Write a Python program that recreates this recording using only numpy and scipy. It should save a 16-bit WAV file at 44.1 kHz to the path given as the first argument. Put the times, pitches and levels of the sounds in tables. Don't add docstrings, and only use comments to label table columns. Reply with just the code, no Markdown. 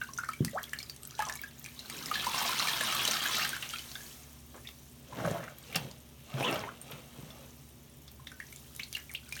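import sys
import numpy as np
from scipy import signal
from scipy.fft import rfft, irfft
from scipy.io import wavfile
from scipy.ndimage import uniform_filter1d

SR = 44100
rng = np.random.default_rng(int(sys.argv[2]) if len(sys.argv) > 2 else 0)


def to_wav(sig):
    pcm = np.clip(np.atleast_2d(sig), -1, 1) * 32767
    pcm = np.round(pcm).astype(np.int16)
    wavfile.write(sys.argv[1], SR, pcm.T)


N = 414532
TIME = np.arange(N) / SR


def amp(db):
    return 10 ** (np.asarray(db) / 20)


def unit_rms(x):
    return x / np.sqrt(np.mean(x ** 2) + 1e-20)


def read(points, hz):
    f, value = np.transpose(points)
    return np.interp(np.log(hz + 1), np.log(f + 1), value)


def add(mix, start_s, sound):
    part = mix[max(0, round(start_s * SR)):][:len(sound)]
    part += sound[:len(part)]


def coloured(x, spectrum, size=4096):
    gain_db = np.maximum(read(spectrum, abs(np.fft.fftfreq(size, 1 / SR))), -100)
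    log_response = np.conj(signal.hilbert(np.log(amp(gain_db))))
    taps = np.fft.ifft(np.exp(log_response)).real
    return signal.oaconvolve(x, taps[:size // 2])[:len(x)]


def band_noise(count, hz, width_hz):
    f = np.fft.rfftfreq(count, 1 / SR)
    resonance = f / (f + 100) / (1 + (2 * (f - hz) / width_hz) ** 2)
    return unit_rms(irfft(rfft(rng.standard_normal(count)) * resonance, count))


def steadied(x, size=5000):
    power = uniform_filter1d(uniform_filter1d(x ** 2, size), size // 2)
    return x / np.sqrt(abs(power) + 1e-20)


def texture(x, spectrum):
    return steadied(coloured(x, spectrum))


def clicks(per_s, spread_db):
    size_db = spread_db * np.minimum(rng.exponential(1, N), 5)
    return (rng.random(N) < per_s / SR) * amp(size_db) * rng.choice([-1, 1], N)


def bubble(hz, decay_s, rise_per_s=0, onset_cycles=0.73):
    t = np.arange(0, 6 * decay_s, 1 / SR)
    turns = hz * (t + rise_per_s * t ** 2 / 2)
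    onset = 1 - np.exp(-t * hz / onset_cycles)
    return np.sin(2 * np.pi * turns) * np.exp(-t / decay_s) * onset


def swarm(start_s, end_s, per_s, low_hz, high_hz, cycles, spread_db, climb=0.07, octaves_per_s=0):
    out = np.zeros(N)
    for when, size, strength, damping in rng.random((int(per_s * (end_s - start_s)), 4)):
        age_s = when * (end_s - start_s)
        hz = low_hz * (high_hz / low_hz) ** size * 2 ** (octaves_per_s * age_s)
        decay_s = cycles * (.5 + damping) / hz
        level_db = -spread_db * np.log(max(strength, .02))
        add(out, start_s + age_s, amp(level_db) * hz / high_hz * bubble(hz, decay_s, climb / decay_s))
    return out + 1e-4 * rng.standard_normal(N)


def wobble(count, depth_db, hz=170):
    return amp(depth_db * band_noise(8192, hz, 2 * hz)[:count])


def stroke(start_s, end_s, rise_db_per_s, fall_db_per_s):
    before_s = np.maximum(start_s - TIME, 0)
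    after_s = np.maximum(TIME - end_s, 0)
    return amp(-rise_db_per_s * before_s - fall_db_per_s * after_s)


def power_sum(gains):
    return np.sqrt(sum(gain ** 2 for gain in gains))


# frequency_hz, gain_db
RUMBLE_SPECTRUM = [(15, -54), (25, -45), (42, -6), (59, -22), (134, 6.5), (185, -9), (240, -3.5),
                   (282, -7.5), (421, -9), (475, -19.5), (580, -10.5), (642, -15.5), (1270, -19),
                   (1400, -22), (3000, -20), (3900, -23), (6600, -120)]
# pitch_hz, level_db
HUM_PARTIALS = [(60, -70.5), (71.5, -63), (143.5, -68.5), (213, -73), (240.5, -65.5), (433, -79)]


def room_tone(rumble_db=-58.5, waver=0.29):
    rumble = amp(rumble_db) * unit_rms(coloured(rng.standard_normal(N), RUMBLE_SPECTRUM))
    hum = sum(amp(db) * unit_rms(np.sin(2 * np.pi * hz * TIME) + waver * band_noise(N, hz, 4.4))
              for hz, db in HUM_PARTIALS)
    return rumble + hum


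# frequency_hz, gain_db
FIZZ_SPECTRUM = [(500, -5), (1500, -22), (3500, 1.5), (6200, 4.5), (9000, 3), (13000, 4.5), (17500, 1.5)]
# start_s, end_s, fizz_db, dribble_db
HAND_GRIPS = [(0, 0.866, -62, -60), (1.182, 1.338, -61, -52), (1.658, 1.8, -60.5, -60),
              (1.935, 3.3, -54.5, -48), (4.54, 4.792, -62, -84), (5.63, 5.725, -64, -60),
              (6.9, 7.605, -65, -77), (8.458, 8.997, -60.5, -65), (9.403, 9.402, -52, -47.5)]
GRIP_RISE_DB_PER_S = 94


def foam(resting_db=-63.5, hardest_push_db=-55.5, follow=0.54):
    hiss = texture(clicks(per_s=11000, spread_db=3), FIZZ_SPECTRUM)
    films = swarm(0, N / SR, per_s=260, low_hz=5500, high_hz=16900, cycles=3, spread_db=3.8)
    pops = unit_rms(coloured(films, FIZZ_SPECTRUM))
    gains = [amp(resting_db)]
    for start_s, end_s, fizz_db, _ in HAND_GRIPS:
        gains.append(amp(fizz_db) * stroke(start_s, end_s, GRIP_RISE_DB_PER_S, fall_db_per_s=33))
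    loudest_churn_db = max(churn_db for _, _, churn_db, _, _ in HAND_PUSHES)
    for start_s, end_s, churn_db, _, _ in HAND_PUSHES:
        fizz_db = hardest_push_db + follow * (churn_db - loudest_churn_db)
        gains.append(amp(fizz_db) * stroke(start_s, end_s, *SPRAY_SLOPES_DB_PER_S))
    return power_sum(gains) * (hiss + amp(-4) * pops)


# frequency_hz, gain_db
FALLING_WATER_SPECTRUM = [(300, -42.5), (600, -8), (950, -4), (1600, -4.5), (1950, -7), (3000, -2.5),
                          (4100, -4), (6000, -11), (8000, -12.5), (12000, -14.5), (15000, -14),
                          (17500, -22)]


def dribble(trim_db=-2):
    bubbles = swarm(0, N / SR, per_s=260, low_hz=1093, high_hz=8340, cycles=5.6, spread_db=2.5,
                    climb=0.069)
    level = power_sum(amp(db) * stroke(start_s, end_s, GRIP_RISE_DB_PER_S, fall_db_per_s=50)
                      for start_s, end_s, _, db in HAND_GRIPS)
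    return amp(trim_db) * level * texture(bubbles, FALLING_WATER_SPECTRUM)


# start_s, pitch_hz, level_db, decay_ms, relative_rise_per_s, click_db
RINGING_BUBBLES = [(.015, 1595, -22.5, 4.5, -11, -42.5), (0.014, 2720, -34, 1.7, 0, -52),
                   (.089, 1080, -37, 6.8, 1, -62), (.135, 5900, -31, 1.6, 0, -43),
                   (0.177, 6150, -27, 1.7, 8, -53), (.186, 1387, -24, 7.2, 8.5, -36),
                   (.235, 1310, -26.5, 5.7, 32, -51), (.289, 1308, -22, 4.5, -1, -34.5),
                   (0.334, 2250, -37.5, 6.7, 6, -39), (.448, 4700, -29, 2.2, 11, -23.5),
                   (.48, 1915, -36.5, 5.1, 4, -44), (0.639, 3200, -33.5, 1.9, 29, -36),
                   (.733, 1800, -22, 2.7, -12, -30.5), (.788, 4320, -27, 2.1, 2, -38),
                   (.802, 2310, -35.5, 3, 0, -38), (.829, 4960, -34, 2.4, 0, -37.5),
                   (0.897, 4600, -28.5, 2.5, 0, -33), (1.192, 857, -21, 9.2, 0, -36),
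                   (1.202, 1694, -27.5, 8.1, -1.5, -35), (1.222, 1220, -23, 4.1, 5, -28.5),
                   (1.252, 5800, -28.5, 1.4, 30, -47), (1.297, 1734, -27, 8, 0, -30.5),
                   (1.391, 2190, -39.5, 5, 5, -53), (1.436, 1690, -30, 4.9, -4.5, -39.5),
                   (1.650, 2390, -37.5, 4.4, 3, -46), (1.661, 2360, -31.5, 2.3, 8, -37),
                   (1.792, 4100, -28.5, 1.6, -9, -39.5), (1.899, 1910, -37, 4.4, 28, -29.5),
                   (2.059, 5080, -23.5, 1.2, 14, -33), (2.086, 1920, -34, 3, -2, -46),
                   (2.113, 1264, -23.5, 4.9, -4.5, -35), (2.155, 1707, -24.5, 3.5, -0.5, -35),
                   (2.267, 904, -22, 7.2, 14, -30), (2.344, 1005, -28, 6.6, 3, -37),
                   (2.377, 1025, -25.5, 5.7, 3, -36), (2.414, 880, -24.5, 8.3, 9.5, -30),
                   (2.455, 678, -31.5, 8, 9, -41), (2.491, 1020, -27.5, 7.3, 2, -38),
                   (2.596, 4090, -16, 1.6, 4, -41), (2.597, 1134, -26, 5.5, 4, -35),
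                   (2.626, 950, -25.5, 8.3, 5, -41), (2.672, 2350, -23.5, 3.3, 4, -28),
                   (2.686, 1800, -27, 3.5, -3, -28), (2.809, 1690, -23.5, 4.3, 0, -30),
                   (2.810, 630, -31, 6.7, 2.5, -29), (2.924, 1280, -26, 6, 2, -33),
                   (2.948, 1125, -28, 6.3, 6, -30), (3.051, 3020, -21.5, 1.8, 0, -24),
                   (3.077, 3900, -15, 1.4, 10, -21), (3.085, 614, -28, 4.7, 3, -32),
                   (3.111, 6100, -16, 1.2, 2, -31), (3.135, 1730, -30, 4, 2, -36),
                   (3.171, 1600, -32, 4.9, 0, -40), (3.228, 3470, -24, 2, 5, -38),
                   (3.256, 1630, -23, 5.8, 5, -40), (3.381, 1270, -30, 5, -1, -40),
                   (3.395, 1650, -23.5, 4, 31, -36), (3.450, 1600, -25, 6, -1.5, -31),
                   (3.531, 1525, -28, 7, 6, -38), (3.565, 1460, -31, 4.5, 5, -34),
                   (3.625, 2950, -28.5, 2.2, -4, -34), (3.698, 2960, -31, 2.4, 0, -39),
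                   (3.736, 1333, -31, 6.8, 5.5, -38), (3.759, 2580, -30.5, 3.2, -14, -43),
                   (3.785, 4450, -33, 2, 0, -44), (3.792, 2985, -31, 2.4, 2, -40),
                   (3.955, 1524, -33.5, 4.8, 12, -50), (3.954, 3480, -27.5, 1.8, 9, -50),
                   (4.006, 1650, -42, 5, 3, -55), (4.064, 4400, -40, 3, -3, -55),
                   (4.672, 3400, -30.5, 2.2, 22, -49), (5.125, 1050, -43, 9.7, -2, -53),
                   (5.25, 1355, -24.5, 3.4, 49, -55), (5.254, 600, -27, 6.4, 6, -45),
                   (5.275, 560, -26.5, 11, 0, -41), (5.314, 620, -30.5, 7.7, 6, -46),
                   (5.345, 658, -26.5, 5.2, 4, -52), (5.479, 1390, -30, 2.6, 37, -47),
                   (5.700, 2800, -42, 2.2, -2, -55), (5.727, 2150, -33.5, 3, 40, -45),
                   (6.558, 3200, -33, 2.5, 5, -42), (6.638, 890, -28.5, 3.6, 8, -56),
                   (6.815, 8830, -30.5, 1.5, -1, -52), (7.305, 3440, -37, 2.1, 4, -57),
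                   (8.079, 3430, -33.5, 1.1, 12, -46), (8.196, 1038, -48, 10, 1, -63),
                   (8.27, 3400, -32.5, 2.8, 25, -47), (8.272, 1900, -33, 1.6, 7, -45),
                   (8.317, 1525, -40, 8.8, -0.5, -42), (8.401, 1675, -31, 4.1, 34.5, -42),
                   (8.526, 2230, -41.5, 3.5, 5, -39.5), (8.797, 1990, -29, 6, 54, -37),
                   (8.811, 2400, -44, 3.5, -8, -51), (8.833, 3900, -30, 2.2, 73, -41),
                   (8.95, 2960, -23, 3.4, -13.5, -35), (8.969, 2280, -34, 3, -16, -36),
                   (9.094, 2390, -39, 8.9, -18.5, -47), (9.149, 2510, -26.5, 5, 52.5, -36.5),
                   (9.324, 2370, -30.5, 6.6, 3, -30.5), (9.366, 1520, -36, 7, 22, -35.5)]


def plinks_and_glugs(click_s=0.002, front_s=0.00013, splash_s=0.0071):
    out, t = np.zeros(N), np.arange(2048) / SR
    click = np.exp(-t / click_s) * (1 - np.exp(-t / front_s))
    splash = t / splash_s * np.exp(1 - 2 * t / splash_s)
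    for start_s, hz, db, decay_ms, rise_per_s, click_db in RINGING_BUBBLES:
        ring = bubble(hz, decay_ms / 1000, rise_per_s)
        add(out, start_s, amp(db - 1) * ring * wobble(len(ring), depth_db=2))
        add(out, start_s, amp(db - 16) * splash * band_noise(len(t), 1.36 * hz, 0.71 * hz))
        add(out, start_s, amp(click_db - 2) * click * band_noise(len(t), 8000, 11300))
    return out


def splatter(count=4, relative_db=-23.5, scatter_s=.03, low_hz=5000, high_hz=15500):
    out = np.zeros(N)
    for start_s, _, db, *_ in RINGING_BUBBLES:
        for delay, size, strength in rng.random((count, 3)):
            ring = bubble(low_hz * (high_hz / low_hz) ** size, TICK_DECAY_S)
            add(out, start_s + scatter_s * delay, amp(db + relative_db) * 2 * strength * ring)
    return out


# start_s, level_db, pitch_hz
TINY_DROPLETS = [(.037, -38, 6300), (.138, -35, 7900), (.165, -42, 7000), (0.188, -29, 6840),
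                 (0.245, -34, 6280), (.286, -36, 4860), (.334, -37, 7050), (.496, -33, 11200),
                 (.511, -38, 7100), (.631, -25.5, 12100), (.632, -31, 6010), (.694, -36, 6100),
                 (0.788, -34, 8300), (0.963, -33.5, 8400), (1.033, -30, 8000), (1.052, -29.5, 7850),
                 (1.074, -30, 13000), (1.109, -32.5, 5870), (1.152, -39, 6100), (1.192, -26, 5800),
                 (1.267, -35, 7300), (1.287, -26, 5700), (1.325, -29, 5700), (1.338, -30, 7000),
                 (1.355, -26, 11100), (1.361, -33, 7140), (1.416, -23, 15900), (1.596, -35, 13500),
                 (1.643, -30, 6150), (2.485, -23, 4300), (2.590, -23, 6050), (2.911, -23, 4360),
                 (2.952, -21, 12750), (3.134, -20, 3790), (3.169, -23, 2870), (3.346, -21, 3420),
                 (3.448, -23, 4280), (3.492, -19, 8500), (3.691, -29, 6400), (3.707, -28, 6960),
                 (3.737, -30, 3900), (3.916, -31.5, 4400), (4.331, -36, 14800), (4.689, -31, 2700),
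                 (5.262, -34, 6900), (5.312, -31.5, 7200), (5.44, -38, 6640), (5.585, -33, 12800),
                 (5.913, -33, 4940), (6.512, -28, 9500), (6.527, -31, 5570), (6.544, -31, 12900),
                 (6.593, -33.5, 5250), (6.913, -33.5, 11900), (8.116, -35, 13100), (8.561, -31, 7200),
                 (8.75, -34, 7500), (8.763, -29.5, 10100), (8.928, -26, 6100), (8.929, -32, 10000),
                 (8.966, -37, 8810), (8.982, -35, 12500), (9.115, -36, 9300), (9.138, -30, 13500),
                 (9.291, -38, 8700), (9.354, -31, 5450)]
TICK_DECAY_S = 0.0007


def ticks(snap_s=0.0013):
    out, t = np.zeros(N), np.arange(1024) / SR
    for start_s, db, hz in TINY_DROPLETS:
        add(out, start_s, amp(db - 2) * bubble(hz, TICK_DECAY_S))
        add(out, start_s, amp(db - 7) * band_noise(len(t), 1.1 * hz, hz) * np.exp(-t / snap_s))
    return out


# start_s, final_pitch_hz, level_db, decay_ms
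THUD_AND_GULPS = [(0.4056, 153, -6, 3.6), (.446, 137, -32, 20), (5.246, 157, -27, 12),
                  (5.312, 160, -26, 7.1), (5.759, 167, -27.5, 8.2), (5.848, 164.8, -28.5, 4.5),
                  (6.34, 130, -29.5, 23.8), (6.93, 141, -39, 14), (7.186, 148, -26.5, 2.9),
                  (7.231, 141, -34, 7.7)]


def thud_and_gulps(start_ratio=1.66, settle_s=0.0024, attack_s=0.0021):
    out, t = np.zeros(N), np.arange(8192) / SR
    sag = 1 + (start_ratio - 1) * np.exp(-t / settle_s)
    attack = 1 - np.exp(-(t / attack_s) ** 2)
    for start_s, hz, db, decay_ms in THUD_AND_GULPS:
        turns = np.cumsum(hz * sag) / SR
        add(out, start_s, amp(db) * np.sin(2 * np.pi * turns) * np.exp(-1000 * t / decay_ms) * attack)
    return signal.sosfilt(signal.butter(2, 85, "highpass", fs=SR, output="sos"), out)


# start_s, length_s, first_pitch_hz, first_level_db
SURFACING_BUBBLES = [(0.532, 0.062, 538, -43), (6.665, 0.0312, 926, -50)]


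def bloops(mean_climb_hz_per_s=27000, bend=2.7, growth_db=12.5, burst_share=0.17):
    out = np.zeros(N)
    for start_s, length_s, first_hz, db in SURFACING_BUBBLES:
        age = np.linspace(0, 1, int(length_s * SR))
        hz = first_hz + mean_climb_hz_per_s * length_s * age ** bend
        tone = np.sin(2 * np.pi * np.cumsum(hz) / SR)
        gain = amp(db + growth_db * age) * np.minimum((1 - age) / burst_share, 1)
        add(out, start_s, gain * wobble(len(age), depth_db=2.5) * tone)
    return out


# start_s, level_db, decay_ms, centre_hz, width_hz
HAND_SPLASHES = [(1.179, -47, 51, 2740, 1800), (1.264, -39, 31, 970, 450), (2.136, -34.5, 22, 3720, 2500),
                 (2.195, -34, 13, 3340, 1500), (2.683, -33.5, 6.7, 5000, 4500),
                 (2.808, -41, 7.3, 8000, 12000), (2.99, -32.5, 28, 2900, 1500),
                 (3.31, -38.5, 110, 4400, 2520), (3.622, -42, 26, 2670, 2500), (3.725, -45, 35, 3140, 1500),
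                 (4.54, -50, 29, 520, 1800), (4.576, -52, 4.7, 1400, 1500), (4.645, -51.5, 25, 2310, 600),
                 (5.124, -42.5, 6.5, 900, 900), (5.429, -46.5, 23, 1600, 1500),
                 (5.745, -31, 8.3, 2790, 1510), (5.754, -35.5, 13, 596, 1700),
                 (5.756, -28.5, 5, 9980, 14000), (5.76, -20.5, 2.6, 4000, 3150),
                 (6.46, -39.5, 52, 1510, 1302), (6.636, -42, 8.1, 2060, 1100), (6.918, -42, 6, 2750, 2200),
                 (8.793, -41, 5.9, 2860, 2200), (8.936, -42, 4.4, 3400, 1200), (8.965, -47, 17, 1920, 1200),
                 (9.311, -59, 12, 3800, 2500)]


def splashes(swell_share=0.22):
    out, t = np.zeros(N), np.arange(8192) / SR
    for start_s, db, decay_ms, hz, width_hz in HAND_SPLASHES:
        age = 1000 * t / decay_ms
        envelope = np.minimum(age / swell_share, np.exp(swell_share - age))
        add(out, start_s, amp(db) * envelope * band_noise(len(t), hz, width_hz))
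    return out


# frequency_hz, gain_db
DRUM_SPECTRUM = [(60, -45), (100, -25), (130, 0.5), (200, -1), (320, -2), (460, -5.5), (700, -19),
                 (1500, -20)]
# centre_s, dip_db
FLOW_DIPS = [(2.04, -2.5), (2.31, -3.5), (2.565, -1), (2.77, -1.5), (3.2, -3), (3.295, -1), (3.53, -1.5),
             (3.59, -5), (3.675, -3.5)]


def pour(full_s=2.35, ease_s=3.43, rise_db_per_s=43.5, afterflow_share=0.53, dip_s=0.022):
    span = full_s - .75, ease_s + 1
    impacts = clicks(per_s=4800, spread_db=3)
    fine = swarm(*span, per_s=460, low_hz=5080, high_hz=16600, cycles=3.3, spread_db=4)
    small = swarm(*span, per_s=1000, low_hz=1587, high_hz=7550, cycles=3.9, spread_db=5)
    large = swarm(*span, per_s=170, low_hz=554, high_hz=1010, cycles=5.7, spread_db=3,
                  octaves_per_s=0.529)
    spray = (amp(1) * texture(impacts, FALLING_WATER_SPECTRUM)
             + amp(-7) * texture(fine, FIZZ_SPECTRUM)
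             + amp(-1) * texture(small, FALLING_WATER_SPECTRUM)
             + amp(-6) * texture(large, FALLING_WATER_SPECTRUM))
    drum = texture(clicks(per_s=400, spread_db=2), DRUM_SPECTRUM)
    dips_db = sum(db * np.exp(-((TIME - centre_s) / dip_s) ** 2) for centre_s, db in FLOW_DIPS)
    spurts = amp(dips_db + band_noise(N, 35, 60))
    squeezed = (1 - afterflow_share) * stroke(full_s, ease_s, rise_db_per_s, fall_db_per_s=138)
    afterflow = afterflow_share * stroke(full_s, ease_s, rise_db_per_s, fall_db_per_s=35.5)
    streams = stroke(1.945, ease_s, rise_db_per_s=148, fall_db_per_s=61)
    return spurts * (amp(-40) * (squeezed + afterflow) * spray + amp(-51) * streams * drum)


# frequency_hz, gain_db
SUCTION_SPECTRUM = [(900, -4.5), (2500, -9), (3450, -4), (4000, -6.5), (6500, -2), (9000, -2.5),
                    (13000, -2.5), (17500, -7)]


def swelling(start_s=3.55, end_s=4.083):
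    hiss = unit_rms(coloured(rng.standard_normal(N), SUCTION_SPECTRUM))
    films = swarm(start_s - .6, end_s + 1.5, per_s=700, low_hz=1410, high_hz=8100, cycles=3.3,
                  spread_db=5.5)
    crackle = texture(films, SUCTION_SPECTRUM)
    intake = stroke(start_s, end_s, GRIP_RISE_DB_PER_S, fall_db_per_s=39)
    return intake * (amp(-52) * hiss + amp(-59.5) * crackle)


# frequency_hz, gain_db
SPRAY_SPECTRUM = [(900, -23), (1700, -3.5), (2800, 2.5), (3800, 0), (4900, -8.5), (6200, -7), (8000, -11),
                  (11000, -21), (17000, -27)]
CHURN_SPECTRA = { "sinking": [(59, -51), (100, 0.5), (168, -2.5), (238, -11), (324, -8), (370, -12.5),
                 (588, -5), (823, -14), (1510, -16), (2200, -21), (2860, -53), (4840, -120)],
                 "shifting": [(59, -28), (100, 9), (140, 6.5), (264, -19), (420, -8), (491, -2.5),
                 (2200, -27), (2860, -58), (4840, -120)], "flattened": [(59, -33), (100, -0.5), (174, -0.5),
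                 (290, -4), (355, -7.5), (404, -1), (472, -3.5), (581, -1), (937, -8), (1070, -5.5),
                 (1810, -15.5), (2200, -12.5), (2860, -12), (4840, -120)]}
# start_s, end_s, churn_db, spray_db, kind
HAND_PUSHES = [(5.2, 5.348, -38, -57.5, "sinking"), (5.75, 5.821, -46.5, -59, "shifting"),
               (6.408, 6.547, -35.5, -51.5, "flattened"), (6.912, 6.942, -50.5, -61.5, "flattened"),
               (7.165, 7.445, -58, -69, "flattened")]
SPRAY_SLOPES_DB_PER_S = 102, 94


def presses(churn_trim_db=-4.5, spray_trim_db=4):
    out = np.zeros(N)
    spray = texture(clicks(per_s=2000, spread_db=4), SPRAY_SPECTRUM)
    eddies = clicks(per_s=900, spread_db=3)
    span = HAND_PUSHES[0][0] - .5, HAND_PUSHES[-1][1] + .5
    bubbles = swarm(*span, per_s=420, low_hz=150.3, high_hz=1768, cycles=3.8, spread_db=0.9)
    for start_s, end_s, churn_db, spray_db, kind in HAND_PUSHES:
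        churn = texture(eddies, CHURN_SPECTRA[kind]) + texture(bubbles, CHURN_SPECTRA[kind])
        push = stroke(start_s, end_s, rise_db_per_s=191, fall_db_per_s=117)
        out += amp(churn_db + churn_trim_db) * push * churn
        out += amp(spray_db + spray_trim_db) * stroke(start_s, end_s, *SPRAY_SLOPES_DB_PER_S) * spray
    return out


# start_s, end_s, level_db
FROTH_CLUSTERS = [(5.264, 5.33, -64), (6.398, 6.435, -53), (6.503, 6.548, -61)]


def froth():
    span = FROTH_CLUSTERS[0][0] - .3, FROTH_CLUSTERS[-1][1] + .38
    pops = steadied(swarm(*span, per_s=700, low_hz=4470, high_hz=15000, cycles=3.7, spread_db=4.5))
    return pops * power_sum(amp(db) * stroke(start_s, end_s, rise_db_per_s=304, fall_db_per_s=225)
                            for start_s, end_s, db in FROTH_CLUSTERS)


# start_s, length_s, level_db, first_pitch_hz, last_pitch_hz
WHISTLING_JETS = [(6.425, .034, -35.5, 2234, 3330), (6.46, 0.0428, -36.5, 3100, 2457)]


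def jets(roughness=0.47, width_hz=520):
    out = np.zeros(N)
    for start_s, length_s, db, first_hz, last_hz in WHISTLING_JETS:
        age = np.arange(0, length_s, 1 / SR) / length_s
        turns = np.cumsum(first_hz + (last_hz - first_hz) * age) / SR
        flutter = signal.hilbert(band_noise(8192, width_hz / 2, width_hz))[:len(age)]
        whistle = unit_rms(((1 + roughness * flutter) * np.exp(2j * np.pi * turns)).real)
        add(out, start_s, amp(db) * whistle * np.sqrt(np.sin(np.pi * age)))
    return out


# frequency_hz, t60_s
REVERB_TIMES = [(130, 0.27), (800, 0.19), (2100, 0.2), (5500, 0.12), (15000, 0.12)]


def echoes(bowl_db=-8, bowl_decay_s=0.0026, room_db=-8):
    t = np.arange(16384) / SR
    bowl = rng.standard_normal(len(t)) * np.exp(-t / bowl_decay_s) * (t > .0012)
    hz, age_s, diffuse = signal.stft(rng.standard_normal(len(t)) * (t > .006), SR, nperseg=256)
    decay = amp(-60 * age_s / read(REVERB_TIMES, hz)[:, None])
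    tail = signal.istft(diffuse * decay, SR, nperseg=256)[1][:len(t)]
    return amp(bowl_db) * bowl / np.linalg.norm(bowl) + amp(room_db) * tail / np.linalg.norm(tail)


def bathroom(water, paths=6, paths_per_s=23):
    place = paths_per_s * TIME
    out = water.copy()
    for path in range(paths):
        distance = abs((place - path) % paths - paths / 2)
        share = np.cos(np.pi / 2 * np.minimum(distance, 1))
        out += signal.oaconvolve(water * share, echoes())[:N]
    return out


def scene():
    background = room_tone()
    handling = (foam() + dribble() + plinks_and_glugs() + splatter() + ticks()
                + thud_and_gulps() + bloops() + splashes())
    wringing = pour() + swelling()
    pressing = presses() + froth() + jets()
    return (background + bathroom(handling + wringing + pressing))[None]


# frequency_hz, gain_db
MICROPHONE_RESPONSE = [(4200, 1), (4900, 0), (5500, 2), (6600, 0.5), (7600, -2), (8400, 0), (9600, 1),
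                       (10400, -5), (11200, -1), (12800, -0.5)]


def record(dry, cutoff_hz=17900):
    heard = coloured(dry[0], MICROPHONE_RESPONSE)
    low_pass = signal.firwin(511, cutoff_hz, window=("kaiser", 9), fs=SR)
    return signal.oaconvolve(heard, low_pass, "same")[None]


dry = scene()
out = record(dry)
to_wav(out)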